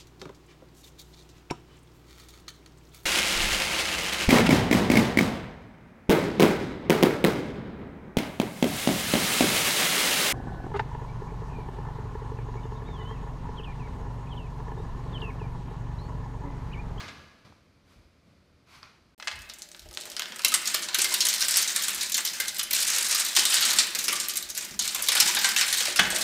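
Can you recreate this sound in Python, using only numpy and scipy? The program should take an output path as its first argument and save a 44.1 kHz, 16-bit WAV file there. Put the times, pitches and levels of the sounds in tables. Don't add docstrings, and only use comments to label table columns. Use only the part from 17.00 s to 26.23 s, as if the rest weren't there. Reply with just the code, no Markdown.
import sys
import numpy as np
from scipy import signal
from scipy.io import wavfile

SR = 44100
rng = np.random.default_rng(int(sys.argv[2]) if len(sys.argv) > 2 else 0)


def wrap_up_sound(samples):
    columns = np.atleast_2d(samples).T
    tamed = np.clip(columns, -1, 1)
    steps = np.round(tamed * 32767).astype(np.int16)
    wavfile.write(sys.argv[1], SR, steps)


N = 407043
STEP = 32
SILENCE_START_S, SILENCE_END_S = 2.148, 2.178


def from_db(db):
    return 10 ** (np.asarray(db) / 20)


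def rms_one(x):
    return x / np.sqrt(np.mean(x ** 2) + 1e-20)


def at_hz(points, hz):
    table_hz, values = np.transpose(points)
    return np.interp(np.log(hz), np.log(table_hz), values)


def band(x, low_hz, high_hz):
    sos = signal.butter(2, [low_hz, high_hz], "band", fs=SR, output="sos")
    return signal.sosfilt(sos, x)


def fade(clicks, t60):
    return signal.lfilter([1], [1, -from_db(-60 / (t60 * SR))], clicks + 1e-18)


def ring(clicks, hz, t60):
    radius = from_db(-60 / (t60 * SR))
    angle = 2 * np.pi * hz / SR
    return signal.lfilter([0, np.sin(angle)], [1, -2 * radius * np.cos(angle), radius ** 2], clicks + 1e-18)


def pings(times, sizes, hz, t60):
    n = np.arange(int(.6 * t60 * SR))
    sines = np.sin(2 * np.pi / SR * hz[:, None] * n)
    waves = sizes[:, None] * from_db(-60 * n / (t60 * SR)) * sines
    at = (times * SR).astype(int)[:, None] + n
    return np.bincount(at.ravel(), waves.ravel(), N + len(n))[:N]


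def placed(times, sizes):
    clicks = np.zeros(N)
    np.add.at(clicks, np.round(np.asarray(times) * SR).astype(int), sizes)
    return clicks


def per_sample(slow):
    return np.interp(np.arange(N) / STEP, np.arange(len(slow)), slow)


def swell(start_s, rise_s, t60, hold_s=0, sag_db=0):
    t = np.arange(0, N + STEP, STEP) / SR - start_s
    held = np.clip(t, 0, hold_s)
    released = np.maximum(t - hold_s - rise_s, 0)
    return np.clip(t / rise_s, 0, 1) * from_db(-sag_db * held - 60 * released / t60)


def coloured(spectrum, low_hz, octaves):
    length = int(SILENCE_END_S * SR)
    white = rng.standard_normal((2, length))
    edges = low_hz * 2 ** np.arange(0, octaves, 1 / 3)
    noise = np.zeros(length)
    for k, (low, high) in enumerate(zip(edges, edges[1:])):
        noise += from_db(at_hz(spectrum, np.sqrt(low * high))) * band(white[k % 2], low, high)
    return np.pad(rms_one(noise), (0, N - length))


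# (frequency [Hz], t60 [s])
LAB_DECAY = [(300, 1), (2000, 1), (6000, 0.31), (15000, 0.29)]


def lab(x):
    t = np.arange(SR) / SR
    edges = 250 * 2 ** np.arange(0, 6.5, .5)
    tail = np.zeros(SR)
    for low, high in zip(edges, edges[1:]):
        tail += band(rng.standard_normal(SR), low, high) * from_db(-60 * t / at_hz(LAB_DECAY, low))
    tail *= np.clip((t - .004) / 0.0051, 0, 1)
    return signal.fftconvolve(x, tail / np.sqrt(np.sum(tail ** 2)))[:N]


RUMBLE_DB = -72.5
# (start [s], rise [s], t60 [s], level [dB])
LOW_BUMPS = [(0.93, .06, 0.38, -58), (2.3, 0.079, 0.35, -48.5), (2.8, 0.083, 0.23, -46.5),
             (4.93, 0.059, 0.33, -64), (5.3, 0.2, 1.5, -66), (6.35, 0.05, 0.45, -67),
             (6.57, 0.037, 0.35, -63), (7.42, 0.056, 0.42, -62), (7.7, 0.081, 0.66, -56),
             (8.1, 0.068, 0.86, -72), (8.6, 0.12, .6, -61), (8.98, 0.097, 0.67, -51)]


def bumps():
    level = from_db(RUMBLE_DB)
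    for start_s, rise_s, t60, db in LOW_BUMPS:
        level = level + from_db(db) * swell(start_s, rise_s, t60)
    low_noise = band(band(rng.standard_normal(N), 29, 77), 39, 175)
    return per_sample(level) * rms_one(low_noise)


TICK_DB = 2.5
# levels of its middle, treble and low noise [dB]
ROOM_LEVELS = (-70.5, -81.5, -64)
# (start [s], rise [s], t60 [s], middle level [dB], treble level [dB], low level [dB])
SCUFF_EVENTS = [(0.0, 0.00066, 0.87, -42.5, -59, -44.5), (0.446, 0.004, 0.38, -61, -75, -57.5),
                (0.85, 0.072, 0.56, -68.5, -73.5, -70), (1.26, .02, 0.49, -83, -86, -66),
                (1.66, 0.092, 0.5, -54, -64.5, -86), (1.825, .005, 0.45, -54.5, -83, -76)]
# (frequency [Hz], relative density [dB per Hz])
SCUFF_SPECTRUM = [(290, -42), (500, -13.5), (1330, 0.5), (1600, -9.5), (2170, -3.5), (2870, -10.5),
                  (4440, -8.5), (6000, -16.5), (7800, -44), (13200, -120)]
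# (frequency [Hz], relative density [dB per Hz])
HUM_SPECTRUM = [(41, -31), (70, 1), (93, -6), (177, -7), (222, -8), (340, -14), (630, -17.5), (700, -15),
                (910, -45), (1540, -120)]
# (time [s], level [dB], body [Hz], t60 [s], tick [Hz])
DISTANT_TAPS = [(0.476, -55, 800, .02, 1100), (0.5243, -38, 700, 0.0044, 1000),
                (1.274, -64, 1100, .01, 3500), (1.8305, -37, 1250, 0.0097, 4740),
                (1.84, -47, 1200, .014, 2500)]


def shuffle():
    levels = from_db(ROOM_LEVELS)[:, None]
    for start_s, rise_s, t60, *event_db in SCUFF_EVENTS:
        levels = levels + from_db(event_db)[:, None] * swell(start_s, rise_s, t60)
    middle, treble, low = map(per_sample, levels)
    hiss = band(signal.lfilter([1], [1, -.6], rng.standard_normal(N)), 3100, 13000)
    out = middle * coloured(SCUFF_SPECTRUM, 500, 4) + treble * rms_one(hiss)
    out += low * coloured(HUM_SPECTRUM, 70, 3.4)
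    for s, db, body_hz, t60, tick_hz in DISTANT_TAPS:
        out -= ring(placed([s], from_db(db)), body_hz, t60)
        out += ring(placed([s], from_db(db + TICK_DB)), tick_hz, t60)
    return out


ECHO_BLUR_S = .045
# (time [s], relative level [dB])
TRAY_KNOCKS = [(0.004, -25), (0.081, -29.5), (0.086, -32), (0.092, -39), (2.199, -25.5), (2.225, -23),
               (2.245, -52), (2.273, -12.5), (2.28, -16), (2.304, -29), (2.314, -21.5), (2.325, -37)]
# (frequency [Hz], level when knocked [dB], t60 [s], level in the echo of the first clang [dB])
TRAY_MODES = [(743, -24, .2, -16), (1205, -4, .09, -2), (1670, -2, .09, 0), (2077, -2, .2, -12),
              (2155, -4, .12, -12), (2595, 2, .08, -14), (2950, -2, .07, -7), (3182, -10, .1, -16),
              (3564, -16, .15, -14), (3903, -11, .1, -14), (4070, -8, .13, -14)]


def tray(level_db, clang_db, clang_s, rattle_db):
    s, peak_db = np.transpose(TRAY_KNOCKS)
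    own = rng.standard_normal((len(s), len(TRAY_MODES)))
    echo = from_db(clang_db) * rng.standard_normal(N) * fade(placed([0], 1), clang_s)
    rattle = rng.standard_normal(N) * fade(placed(s, from_db(peak_db + rattle_db)), 0.043)
    out = band(rattle, 760, 4900)
    for k, (hz, mode_db, t60, echo_db) in enumerate(TRAY_MODES):
        sizes = from_db(peak_db + level_db + 0.68 * own[:, k])
        clicks = placed(s, sizes * np.sign(own[:, k - 1]))
        out += from_db(mode_db) * ring(clicks, hz, t60)
        out += from_db(echo_db) * ring(echo, hz, ECHO_BLUR_S)
    return band(out, 440, 9200)


SLIDE_RISE_S, SLIDE_T60_S = 0.023, 0.52
TRICKLE_DB, FULL_FLOW_DB = -50, -22.5
# (start [s], length [s], level [dB], sag [dB per s])
GRAVEL_SLIDES = [(3.01, 0.28, -47, -8), (3.46, 0.33, -34.5, -16.5), (3.967, 0.38, -24.5, 0),
                 (4.41, 0.17, -21, 19), (4.673, 0.37, -26, 7), (5.132, 0.18, -28, 1),
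                 (5.38, 0.031, -31.5, 3), (5.463, 0.11, -36, -8), (5.696, 0.62, -24.5, 4),
                 (6.363, 0.44, -24, -5), (6.955, 0.535, -21.5, 35), (7.544, 0.12, -33, 6),
                 (7.798, 0.3, -31, -13), (8.147, 0.38, -21, 5.5), (8.56, 0.27, -25.5, -10),
                 (9.008, 0.31, -30.5, -29)]


def flow():
    level = from_db(TRICKLE_DB)
    for start_s, length_s, db, sag_db in GRAVEL_SLIDES:
        level = level + from_db(db) * swell(start_s, SLIDE_RISE_S, SLIDE_T60_S, length_s, sag_db)
    return per_sample(20 * np.log10(level))


SAND_DB, SAND_FOLLOWS = -42.5, 0.9


def sand():
    hiss = rms_one(band(rng.standard_normal(N), 10000, 17700))
    return from_db(SAND_DB + SAND_FOLLOWS * (flow() - FULL_FLOW_DB)) * hiss


BOOM_DB, BOOM_FOLLOWS = -54, 0.31
THUD_DB, THUD_T60_S, THUD_OCTAVES = -7, 0.063, 0.89
BOOM_TAIL_DB, BOOM_TAIL_S = -7, 1
# (frequency [Hz], width [Hz], relative level [dB])
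AIR_COLUMN = [(127, 86, -11), (185.5, 40, 2.5), (231, 31, 2.5), (353, 38, 3), (445, 32, -3.5),
              (593, 63, 3.5), (853, 140, 0)]
# (time [s], relative level [dB], frequency favoured [Hz])
LUMP_THUDS = [(2.858, -46, 600), (2.92, -50, 700), (2.973, -47, 403), (3.063, -42.5, 620),
              (3.082, -62, 705), (3.14, -69, 604), (3.299, -46, 220), (3.448, -39, 410), (3.743, -37, 485),
              (3.984, -51, 356), (4.045, -47, 900), (4.12, -51, 900), (4.88, -50, 250.3), (6.389, -45, 350),
              (6.66, -40, 298.7), (6.749, -38, 196), (6.988, -45, 324), (7.081, -36, 303),
              (7.339, -56.5, 343), (7.606, -50, 395), (7.714, -35, 197), (7.99, -43, 602),
              (8.156, -39, 448), (8.23, -36, 220.9), (8.349, -41, 305), (8.881, -28.5, 498),
              (8.994, -24.5, 270), (9.125, -28, 757)]


def boom():
    white = rng.standard_normal(N)
    steady = from_db(BOOM_DB + BOOM_FOLLOWS * (flow() - FULL_FLOW_DB))
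    s, peak_db, thud_hz = np.transpose(LUMP_THUDS)
    all_modes, out = np.zeros(N), np.zeros(N)
    for k, (hz, width_hz, mode_db) in enumerate(AIR_COLUMN):
        t60 = np.log(1000) / np.pi / width_hz
        mode = (-1) ** k * from_db(mode_db) * ring(white, hz, t60) * np.sqrt(width_hz)
        near = np.exp(-(np.log2(thud_hz / hz) / THUD_OCTAVES) ** 2)
        thuds = placed(s, near * from_db(peak_db + THUD_DB))
        knock = fade(thuds, THUD_T60_S)
        tail = from_db(BOOM_TAIL_DB) * fade(thuds, BOOM_TAIL_S)
        out += mode * (steady + knock + tail)
        all_modes += mode
    return out / np.std(all_modes)


RING_T60_S, RING_SHORTENS = .26, .5
RING_ROUGH, RING_WAVER_HZ = .9, 60
SNAP_CYCLES = 6.9
# (time [s], level [dB], frequency [Hz])
LONE_RINGS = [(3.448, -26, 2720), (3.52, -34.5, 1268), (3.885, -42, 1002), (3.984, -45.5, 367),
              (4.044, -31.5, 2114), (4.118, -37, 996), (4.761, -41, 1150), (5.143, -32.5, 3140),
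              (5.4, -30, 2093), (6.147, -43, 1224), (6.366, -44, 359), (7.127, -36, 1174),
              (8.15, -28, 1468), (8.563, -30, 3120), (8.61, -35, 2072), (8.996, -35.5, 192.8),
              (9.124, -35, 625)]
# (time [s], level before the band-pass [dB], frequency [Hz])
DRY_SNAPS = [(2.4972, -26, 4160), (2.6203, -27, 6110), (2.7165, -28, 5540), (2.7475, -25, 3670),
             (2.911, -30, 4850), (2.9733, -10, 3880), (3.1954, -11, 6380), (3.221, -15, 5000),
             (4.5698, -7, 8750), (5.763, -9, 8200), (6.568, -10, 4300), (6.7862, -8, 4300),
             (7.0816, -11, 5800), (8.2015, -4, 5700), (8.6122, -6, 5900)]


def singles():
    def played(rows, t60):
        return sum(pings(np.array([s]), from_db([db]), np.array([hz]), t60(hz)) for s, db, hz in rows)

    waver = 1 + RING_ROUGH * rms_one(band(rng.standard_normal(N), 11.7, RING_WAVER_HZ))
    rings = played(LONE_RINGS, lambda hz: RING_T60_S * (1000 / hz) ** RING_SHORTENS)
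    snaps = played(DRY_SNAPS, lambda hz: SNAP_CYCLES / hz)
    return waver * rings + band(snaps, 950, 15000)


# (time [s], relative level [dB])
BIG_STONE_KNOCKS = [(8.9897, -13), (8.9924, -13), (8.994, -7.5), (8.9986, -8.5), (9.0038, -18),
                    (9.0113, -21)]
# (frequency [Hz], relative level [dB], t60 [s])
BIG_STONE_TONES = [(720, -15, .025), (1163, -10, .018), (1604, -3, .015), (2094, -5, .02), (2600, -6, .012),
                   (3400, -6, .012), (4400, -11, .008)]


def big_stone():
    s, peak_db = np.transpose(BIG_STONE_KNOCKS)
    clicks = placed(s, from_db(peak_db))
    return sum((-1) ** k * from_db(db) * ring(clicks, hz, t60)
               for k, (hz, db, t60) in enumerate(BIG_STONE_TONES))


GRIT_PER_S, GRIT_T60_S, GRIT_SHARE = 450, 0.0088, 0.23


def grit():
    ticks = (rng.random(N) < GRIT_PER_S / SR) * rng.exponential(1, N)
    return rms_one(1 - GRIT_SHARE + GRIT_SHARE * rms_one(fade(ticks, GRIT_T60_S)))


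CRACK_DB, BARE_DB = -7, 23
BARE_DULL_DB = 28
COVERED_S, COVERING_S = 3.76, 0.33
BRIGHT_DB, BRIGHT_FOLLOWS = 0.5, 0.17
RATE_FOLLOWS = .25
# (time [s], relative level [dB], heaviness: low end against the middle [dB],
# hardness: high end against the middle [dB]); low end 1.4 kHz, middle 4.2 kHz, high end 10 kHz
STONE_BLOWS = [(2.2462, -42, -30, -7), (2.31, -49, -30, -4), (2.326, -39, -30, -3), (2.356, -39, -30, -1),
               (2.3904, -41, -30, -2), (2.409, -47, -30, 1), (2.4188, -42, -35, 5), (2.491, -35, -30, -5),
               (2.498, -24, -10, -15), (2.537, -33.5, -34, 1), (2.559, -49, -30, 1), (2.5855, -39, -27, 6),
               (2.62, -25.5, -31, -5), (2.6882, -40, -30, 0), (2.716, -34, -15, -5), (2.748, -41, 6, -11),
               (2.7645, -47, -30, 4), (2.7941, -34, -23, -1), (2.819, -47, -23, -4), (2.8883, -42, -23, 0),
               (2.912, -40, 3, -1), (2.9287, -41, -24, 3), (2.939, -34, -22, -6), (2.947, -40, -23, 5),
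               (2.974, -26, -5, -10), (3.0027, -37, -32, 6), (3.01, -28, -28, -1), (3.018, -33, -28, -7),
               (3.0357, -38, -12, -6), (3.0545, -30, 2, 3), (3.1, -31, -21, 1), (3.117, -30, -6, -7),
               (3.149, -49, -10, -2), (3.1655, -15.5, -7, -13), (3.1951, -20, 3.5, -2),
               (3.2202, -20, 0, -9), (3.257, -27, -4, -16), (3.321, -27, 1, -10), (3.36, -29, -2, 1),
               (3.386, -35, -11, 3), (3.393, -27, 3, -4), (3.419, -25, -21, -4), (3.436, -25, -6, -8),
               (3.4473, -6.5, -5, 4), (3.4824, -20.5, -26, 10.5), (3.5194, -15, -5, 3), (3.5397, -7, -8, 3),
               (3.655, -14, -37, -8), (3.6737, -5.5, -11.5, -3.5), (3.743, -5.5, -9.5, -3.5),
               (3.823, -20, -25.5, -8), (3.885, -12, -6, -14), (3.917, -32, -8, -15),
               (3.929, -25.5, 4, -14), (3.9445, -0.5, -14, -3.5), (3.9855, -5.5, -12, -6),
               (4.016, -18, -4, 11), (4.043, -6, -10, -1), (4.086, -27, -17, -8), (4.1087, -21, -11, -8),
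               (4.1392, -8, -20, -1), (4.205, 2.5, -53, -9.5), (4.251, -11, -7, 4), (4.267, -8.5, -7, -1),
               (4.2858, -6.5, -38, -2), (4.338, -20, -25, 9), (4.3566, -21, -19, -8), (4.406, -9, -28, -4),
               (4.4161, -8.5, -13, -4), (4.483, -12, -21, 0), (4.508, -11.5, -23, 3),
               (4.539, -8.5, -17, -16), (4.5692, -11, -21, 12), (4.584, -8.5, -16, -3),
               (4.614, -18, -27, 2), (4.625, -17, -28, 5), (4.6757, -7.5, -19, -6.5), (4.761, -9.5, -10, 2),
               (4.8082, -17, -24, -6), (4.8214, -12, -23, 1), (4.8341, -13.5, -18, -3), (4.882, -12, -9, 2),
               (4.903, -15, -18, -1), (4.9456, -18, -22, 4), (5.0083, -12, -20, -4),
               (5.029, -16.5, -26, 4.5), (5.061, -32, -31, 9), (5.0954, -21, -22, 3),
               (5.119, -7.5, -28, -3), (5.143, -4.5, -18, -5), (5.167, -18, -13, 8), (5.1783, -12.5, -3, 1),
               (5.2502, -8.5, -32, -3), (5.2736, -12.5, -48, -6), (5.4, -11.5, -3, 5),
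               (5.481, -15.5, -39, 6), (5.4985, -29, -20, -8), (5.545, -25.5, -17, 3),
               (5.5634, -16.5, -14, -2), (5.5836, -17, -17, 2), (5.592, -9, -12, -6),
               (5.6302, -19.5, -15, 6.5), (5.7079, -12.5, -11, 0), (5.7304, -11.5, -15, 6),
               (5.748, -14, -12, 4.5), (5.763, -21, -17, 0), (5.778, -22, -25, -1), (5.802, -15, -17, 5),
               (5.826, -20.5, -20, 5), (5.844, -23, -18, 1), (5.875, -14, -10, -2), (5.901, -14.5, -27, 3),
               (5.9316, -15, -22.5, -17), (5.961, -12, -8, -2.5), (5.982, -13, -9, 3.5),
               (6.0243, -19, -28, 5), (6.049, -18, -30, 1.5), (6.0642, -18, -27, -2),
               (6.0851, -27, -24, 10), (6.1094, -11.5, -9, -2), (6.126, -17, -24, 0),
               (6.1468, -11.5, -17, 5), (6.158, -15, -20, -3), (6.1978, -10, -20, -2), (6.249, -18, -21, 5),
               (6.263, -13.5, -10, -1), (6.2843, -19, -12, 1), (6.351, -10, -15, -6), (6.3639, 0, -11, -10),
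               (6.3928, -10, -34, -2), (6.4347, -18, -22, -4.5), (6.452, -6.5, -8, 2), (6.498, -12, -11, 1),
               (6.523, -8.5, -7, -7), (6.541, -12, -17, 1), (6.567, -6.5, -19, -14), (6.607, -8, -13, -2),
               (6.6245, -3, -19.5, -17), (6.651, -11.5, -8, -2), (6.689, -13.5, -6, -8),
               (6.7019, -13, -18, 2), (6.731, -14, -11, 4), (6.7855, 0, -11.5, -5), (6.9485, -4, -11, -7.5),
               (6.9875, -12, -16, 1), (7.0403, -17.5, -37, 7), (7.081, -8, -2, -3), (7.1267, -14.5, 1, 9),
               (7.155, -20, -25, 0), (7.1996, -11.5, -28, -2), (7.2465, -25, -21, -7),
               (7.284, -17.5, -29, 6.5), (7.295, -18.5, -24, 0), (7.336, -22, -17, 4), (7.356, -14, -19, 3),
               (7.37, -19, -28, 9), (7.4257, -18, -33, -5), (7.4884, -28, -16, 3), (7.4998, -18.5, -19, 0),
               (7.549, -21.5, -27, 6), (7.575, -13, -12, 2), (7.6336, -41, -17, 1), (7.6466, -36, -26, 10),
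               (7.7914, -5.5, -17, -5), (7.822, -12.5, -22.5, -3.5), (7.8526, -20, -8, 6),
               (7.8756, -11.5, -36, -4), (7.9463, -10.5, -3, 1), (7.96, -25, -16, -5), (7.99, -22.5, 8, -8),
               (8.0227, -17.5, -22, 8), (8.039, -19, -22, 1.5), (8.0717, -15, -22, -7),
               (8.0848, -5.5, -5, 1), (8.118, -7.5, -3.5, -1), (8.151, -11, 1.5, 4),
               (8.166, -3.5, -14, -17), (8.2004, 1.5, -26, -2), (8.213, -7.5, -3, -18),
               (8.2547, -12.5, -24, -12), (8.2738, -5, -26, -8), (8.2835, -21, 9, -4),
               (8.3473, -11.5, -9, 2), (8.368, -8, -3, -19.5), (8.388, -10.5, -13, -2),
               (8.413, -15, -12, -5), (8.444, -4.5, -5, -5), (8.4882, -10.5, -7.5, 0),
               (8.5624, -2, -8.5, -8), (8.61, -4.5, -5, -4), (8.6821, -15, -12, -2), (8.694, -25, -18, -7),
               (8.7266, -2.5, -15, -6.5), (8.7712, -10, -20, -2), (8.8044, -11.5, -1, -7),
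               (8.854, -10.5, -6.5, -7), (8.882, -21, -11.5, -0.5), (8.959, -9.5, -6, 2.5),
               (8.969, -14, -14, -2), (8.9923, -1, 0, -7), (9.051, -22, 8, -15), (9.1023, -14, -8, 0),
               (9.1588, -20, -25.5, -8), (9.183, -15.5, -15, 2), (9.21, -14, -24, -2)]
# (frequency [Hz], relative density [dB per Hz])
GRAVEL_SPECTRUM = [(260, -45), (450, -14), (616, -16.5), (908, -10.5), (1530, -2), (1860, 0), (2330, 0),
                   (2620, -1), (4300, 2.5), (8290, 5.5), (15100, -5.5), (16000, -20)]
# (frequency [Hz], t60 [s])
MESH_DECAY = [(500, 0.15), (1500, 0.15), (4000, 0.11), (8000, 0.082), (11000, 0.029), (16000, 0.04)]
# (frequency [Hz], level against the blow [dB], t60 [s])
SIEVE_RIMS = [(1001, -21, 0.14), (1475, -18, 0.1), (1981, -22, .1), (2107, -17, 0.082), (2604, -24, 0.07),
              (3023, -24, 0.092), (3154, -22, .07), (4436, -20, 0.043), (5942, -21, 0.04)]


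def mesh(pebbles_per_s, spread_db, pebble_db, colour_db, stone_db, wire_db, wire_spread_db, wire_tilt,
         sustain, contact_s):
    s, peak_db, heavy_db, hard_db = np.transpose(STONE_BLOWS)
    level_db = flow()
    over_full_db = level_db - FULL_FLOW_DB
    bright_db = BRIGHT_DB + BRIGHT_FOLLOWS * over_full_db
    bare = np.clip((COVERED_S - s) / COVERING_S, 0, 1)
    edges = 450 * 2 ** np.arange(0, 5.3, 1 / 3)
    own = rng.standard_normal((len(s), len(edges), 4))

    pebble_rate = pebbles_per_s * from_db(RATE_FOLLOWS * over_full_db)
    born = np.flatnonzero(rng.random(N) < pebble_rate / SR)
    size_db = spread_db * np.minimum(rng.exponential(1, len(born)), 2.5)
    tick_db = rng.normal(1.1, 3.7, len(born))
    times = np.concatenate([s, born / SR])

    rise = np.exp(-1 / (contact_s * SR))
    white, grain, out = rng.standard_normal((2, N)), grit(), np.zeros(N)
    for k, (low, high) in enumerate(zip(edges, edges[1:])):
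        hz = np.sqrt(low * high)
        place = np.interp(np.log(hz), np.log([1400, 4200, 10000]), [-1, 0, 1])
        gravel_db = at_hz(GRAVEL_SPECTRUM, hz)

        lean_db = max(-place, 0) * heavy_db + max(place, 0) * hard_db
        if hz < 1400:
            lean_db += gravel_db - at_hz(GRAVEL_SPECTRUM, 1400)
        stream_db = level_db[born] + place * bright_db[born] + gravel_db
        blow_db = np.concatenate([peak_db + stone_db + lean_db, stream_db + pebble_db + size_db])

        chance = np.concatenate([own[:, k], rng.standard_normal((len(born), 4))])
        chance = np.clip(chance, -2, 1.6)
        blows = from_db(blow_db + colour_db * chance[:, 0])

        crack_db = CRACK_DB + bare * (BARE_DB - BARE_DULL_DB * max(np.log2(hz / 9000), 0))
        sharp_db = np.concatenate([crack_db, tick_db]) - 3.1 * max(place, 0)
        cracks = placed(times, from_db(blow_db + sharp_db))

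        t60 = at_hz(MESH_DECAY, hz)
        rustle = fade(placed(times, blows), t60)
        rustle = signal.lfilter([1 - rise], [1, -rise], rustle)
        sound = white[k % 2] * (grain * rustle + fade(cracks, 0.0046))

        sing = chance[:, 1] > .7
        strength = blows * from_db(wire_db + wire_spread_db * chance[:, 2]) * (hz / 4000) ** wire_tilt
        wire_hz = hz * (high / low) ** (chance[:, 3] / 4)
        sound += pings(times[sing], strength[sing], wire_hz[sing], sustain * t60)

        for rim_hz, rim_db, rim_t60 in SIEVE_RIMS:
            if low <= rim_hz < high:
                rim_clicks = placed(times, blows * from_db(rim_db) * chance[:, 3])
                sound += ring(rim_clicks, rim_hz, rim_t60)
        out += band(sound, low, high)
    return out


def scene():
    close = np.arange(N) / SR > SILENCE_START_S
    steel = close * mesh(pebbles_per_s=150.0, spread_db=4.0, pebble_db=-20.0, colour_db=4.0, stone_db=-10.0,
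                         wire_db=-9.5, wire_spread_db=2.5, wire_tilt=0.01, sustain=0.66, contact_s=.0006)
    steel += big_stone() + singles()
    steel += tray(level_db=-23.0, clang_db=-71.0, clang_s=1.0, rattle_db=-4.5)
    echoes = from_db(-10.5) * lab(steel)
    near = close * (boom() + sand())
    far = ~close * shuffle()
    return (steel + echoes + near + bumps() + far)[None]


CUTOFF_HZ = 16200


def record(dry):
    t = np.arange(N) / SR
    outside_s = np.maximum(SILENCE_START_S - t, t - SILENCE_END_S)
    open_gain = np.clip(outside_s / .002, 0, 1)
    rounded = .95 * np.tanh(dry / .95)
    top_cut = signal.cheby2(12, 50, CUTOFF_HZ, fs=SR, output="sos")
    return signal.sosfilt(top_cut, rounded * open_gain)


dry = scene()
out = record(dry)
wrap_up_sound(out)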